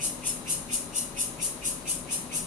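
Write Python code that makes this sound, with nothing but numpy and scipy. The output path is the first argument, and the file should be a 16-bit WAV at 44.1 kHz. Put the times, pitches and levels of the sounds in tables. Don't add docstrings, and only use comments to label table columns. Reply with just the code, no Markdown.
import sys
import numpy as np
from scipy import signal
from scipy.fft import rfft, irfft, next_fast_len
from scipy.io import wavfile
from scipy.ndimage import uniform_filter1d

SR = 44100
rng = np.random.default_rng(int(sys.argv[2]) if len(sys.argv) > 2 else 0)


def master(y):
    cut = np.clip(np.atleast_2d(y).T, -1, 1)
    pcm = np.round(cut * 32767)
    wavfile.write(sys.argv[1], SR, pcm.astype(np.int16))


N = 108486
LEAD_S, SYLLABLE_S = 0.045, 0.28


def amp(db):
    return 10 ** (np.asarray(db) / 20)


def unit(x):
    return x / np.sqrt(np.mean(x ** 2) + 1e-20)


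def read(points, hz):
    f, value = np.transpose(points)
    return np.interp(np.log(hz + 1), np.log(f + 1), value)


def sides(left_db):
    return amp(np.array([[.5], [-.5]]) * left_db)


def add(mix, start_s, sound):
    at = round(start_s * SR)
    sound = sound[max(-at, 0):]
    part = mix[max(at, 0):][:len(sound)]
    part += sound[:len(part)]


def colour(x, points):
    log_gain = np.log(amp(read(points, abs(np.fft.fftfreq(2048, 1 / SR)))))
    taps = np.fft.ifft(np.exp(np.conj(signal.hilbert(log_gain)))).real
    return signal.oaconvolve(x, taps)[:len(x)]


def resonate(x, hz, width_hz):
    turn = np.exp(2j * np.pi * np.cumsum(hz) / SR)
    pole = np.exp(-np.pi * width_hz / SR)
    return 2 * (turn * signal.lfilter([1 - pole], [1, -pole], x / turn + 1e-18)).real


def swell(t, full_s, hold_s, rise_db_s, fall_db_s):
    return amp(-rise_db_s * np.maximum(full_s - t, 0) - fall_db_s * np.maximum(t - full_s - hold_s, 0))


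def tymbal(length, count=400, clicks_per_s=1400, jitter=0.17, spread_db=4):
    slip, size = rng.standard_normal((2, count))
    at = np.round((np.arange(count) + jitter * slip) / clicks_per_s * SR).astype(int)
    inside = (at >= 0) & (at < length)
    return unit(np.bincount(at[inside], amp(spread_db * size[inside]), length))


def abdomen(clicks, t, head_start_s, width_hz=373, steady_s=0.0046):
    # time_s, pitch_hz
    pitch_curve = [(-.035, 2440), (-.02, 2470), (0, 2720), (.015, 2820), (.06, 2580)]
    hz = np.interp(t, *np.transpose(pitch_curve))
    ring = resonate(resonate(clicks, hz, width_hz), hz, width_hz)
    ring /= np.sqrt(abs(uniform_filter1d(ring ** 2, round(steady_s * SR))) + 1e-12)
    ring *= swell(t + head_start_s, full_s=-0.024, hold_s=0.01, rise_db_s=1500, fall_db_s=288)
    return amp(-50) * unit(ring)


def glides(clicks, t):
    # peak_s, pitch_hz, glide_hz_per_s, width_hz, spread_s, level_db
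    overtones = [(-.015, 2840, 11900, 424, 0.015, -52.5), (-.005, 3650, 32800, 786, 0.0097, -52.5),
                 (.001, 6300, 18000, 655, 0.013, -52)]
    out = np.zeros(len(t))
    for peak_s, hz, hz_per_s, width_hz, spread_s, db in overtones:
        track = hz + hz_per_s * np.clip(t - peak_s, -2 * spread_s, 2 * spread_s)
        ring = resonate(resonate(clicks, track, width_hz), track, width_hz)
        out += amp(db) * unit(ring * np.exp(-.5 * ((t - peak_s) / spread_s) ** 2))
    return out


def rasp(clicks, t):
    # frequency_hz, gain_db
    spectrum = [(1200, -39.5), (2200, -24.5), (2900, -15), (3250, 0.5), (3700, -6.5), (4800, -0.5),
                (6500, 0), (7400, -4), (9000, 4.5), (12000, -21)]
    soft_clicks = clicks * swell(t, full_s=-0.0088, hold_s=0.031, rise_db_s=802, fall_db_s=336)
    return amp(-43.5) * unit(colour(soft_clicks, spectrum))


def membranes(hard_clicks):
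    # frequency_hz, gain_db
    spectrum = [(3000, -38.5), (5500, -19), (6700, -3), (7400, -15.5), (8000, -5), (8400, -8), (9000, 0),
                (9800, -1), (10500, -0.5), (11300, -14), (12100, -18), (12800, -30)]
    return amp(-34) * unit(colour(hard_clicks, spectrum))


def steady_tones(hard_clicks):
    # pitch_hz, width_hz, level_db
    modes = [(2897, 48, -56), (4180, 20, -62), (5265, 37, -61.5), (5820, 44, -55), (6476, 50, -56.5),
             (6810, 42, -63), (8840, 46, -50), (10445, 70, -50.5)]
    return sum(amp(db) * unit(resonate(hard_clicks, np.full(len(hard_clicks), hz), width_hz))
               for hz, width_hz, db in modes)


def syllable(buzz_db, ring_db, head_start_s):
    t = np.arange(-LEAD_S, SYLLABLE_S - LEAD_S, 1 / SR)
    clicks = tymbal(len(t))
    hard_clicks = clicks * swell(t, full_s=0.005, hold_s=0.024, rise_db_s=943, fall_db_s=385)
    ringing = abdomen(clicks, t, head_start_s) + steady_tones(hard_clicks)
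    buzz = glides(clicks, t) + rasp(clicks, t) + membranes(hard_clicks)
    return amp(ring_db) * ringing + amp(buzz_db) * buzz


def echoes(t60_s, length, taps_per_s=4000):
    t = np.arange(length) / SR
    taps = rng.choice([-1., 1.], (2, length)) * (rng.random((2, length)) < taps_per_s / SR)
    taps *= amp(-60 * t / t60_s)
    return taps / np.linalg.norm(taps, axis=1, keepdims=True)


def twigs(x, left_delay_s=0.0003615, corner_hz=2730, evenness=0.89):
    size = next_fast_len(len(x) + SR // 20)
    hz = np.fft.rfftfreq(size, 1 / SR)
    direct = np.exp(-2j * np.pi * hz * np.array([[left_delay_s], [0]]))
    treble = hz ** 2 / (hz ** 2 + corner_hz ** 2)
    response = direct + amp(6.5) * rfft(echoes(t60_s=0.044, length=SR // 20), size) * treble
    response /= (abs(response) + 1e-9) ** evenness
    response /= np.sqrt(np.mean(abs(response) ** 2, 1, keepdims=True))
    return irfft(rfft(x, size) * response, size)


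def cicada():
    # shrill_onset_s, buzz_gain_db, ring_gain_db, ring_head_start_s
    syllables = [(0.028, -1.3, 2, 0.5), (.26, -1.5, -1, -0.00069), (0.493, -1, 0.5, -0.0016),
                 (.727, -1, -0.5, 0.0039), (0.959, -2.4, 4.5, 1), (1.192, -1.3, .5, -0.0011),
                 (1.424, -1.5, -1, 0.0025), (1.654, -1.5, -0.5, 0.0035), (1.886, -1.5, -1, -0.0045),
                 (2.117, -2.5, -0.5, 0.0041), (2.341, -2.5, -1, 0.00018)]
    out = np.zeros((2, N))
    for onset_s, buzz_db, ring_db, head_start_s in syllables:
        for side, sound in zip(out, twigs(syllable(buzz_db, ring_db, head_start_s))):
            add(side, onset_s - LEAD_S, sound)
    return out


def canopy(x, tail_db=-2):
    tail = signal.fftconvolve(x, echoes(t60_s=0.42, length=SR // 2), axes=1)[:, :N]
    return (x + amp(tail_db) * tail) / np.hypot(1, amp(tail_db))


def chorus(hz):
    # frequency_hz, gain_db
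    spectrum = [(1800, -22), (2700, -21), (3250, -19), (3800, 16), (5000, -6), (6600, 9), (7400, 2),
                (9000, 4), (10500, -14), (12000, -42), (13000, -35)]
    noise = rfft(rng.standard_normal((2, N)))
    return amp(-56.5) * unit(irfft(noise * amp(read(spectrum, hz)), N))


def rumble(hz):
    # frequency_hz, gain_db
    lows = [(15, -33), (24, -8.5), (37, 0), (50, -11.5), (62, -6.5), (85, -11.5), (160, -2.5), (205, -5),
            (270, -3.5), (350, -7.5), (600, -12.5), (1100, -13), (1450, -19.5), (2000, -20.5)]
    highs = [(4000, -26), (12000, -29.5)]
    # frequency_hz, correlation
    likeness = [(30, 0.93), (130, 0.76), (350, 0.86), (700, 0.24), (1400, 0.027), (5000, 0.07)]
    left, independent = rfft(rng.standard_normal((2, N)))
    shared = read(likeness, hz)
    right = shared * left + np.sqrt(1 - shared ** 2) * independent
    pair = np.array([left, right]) * amp(read(list(lows) + list(highs), hz))
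    return amp(-42.5) * unit(irfft(pair, N)) * sides(left_db=4.5)


def machine_hum(waver_hz=7, count=20):
    # pitch_hz, level_db, waver_depth
    tones = [(166.6, -55.5, 0.67), (247.8, -50.5, 0.38), (376.6, -63, 0.2), (561.8, -57.5, 0.2),
             (625.5, -61.5, 0.5), (1006, -63.5, 0.6), (1252, -65, 0.46)]
    t, out = np.arange(N) / SR, np.zeros(N)
    coarse_t = np.linspace(0, N / SR, 400)
    for hz, db, depth in tones:
        rate_hz, phase = rng.standard_normal((count, 1)) * waver_hz, rng.random((count, 1))
        waver = np.exp(2j * np.pi * (rate_hz * coarse_t + phase)).sum(0) / np.sqrt(count)
        tone = np.exp(2j * np.pi * (hz * t + rng.random()))
        out += amp(db) * unit(((1 + depth * np.interp(t, coarse_t, waver)) * tone).real)
    return out * sides(left_db=6)


def scene():
    # frequency_hz, left_minus_right_db
    balance = [(2400, 4.5), (3200, -2.5), (6500, 0), (8000, 0.5), (9500, 6), (10500, 4), (11500, 15.5),
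               (12800, 5)]
    hz = np.fft.rfftfreq(N, 1 / SR)
    insects = rfft(canopy(cicada()) + chorus(hz)) * sides(read(balance, hz))
    return irfft(insects, N) + rumble(hz) + machine_hum()


def record(dry):
    edge_hz = 12834
    lowpass = signal.firwin(301, edge_hz, window=("kaiser", 9), fs=SR)
    return signal.oaconvolve(dry, lowpass[None], "same")


dry = scene()
out = record(dry)
master(out)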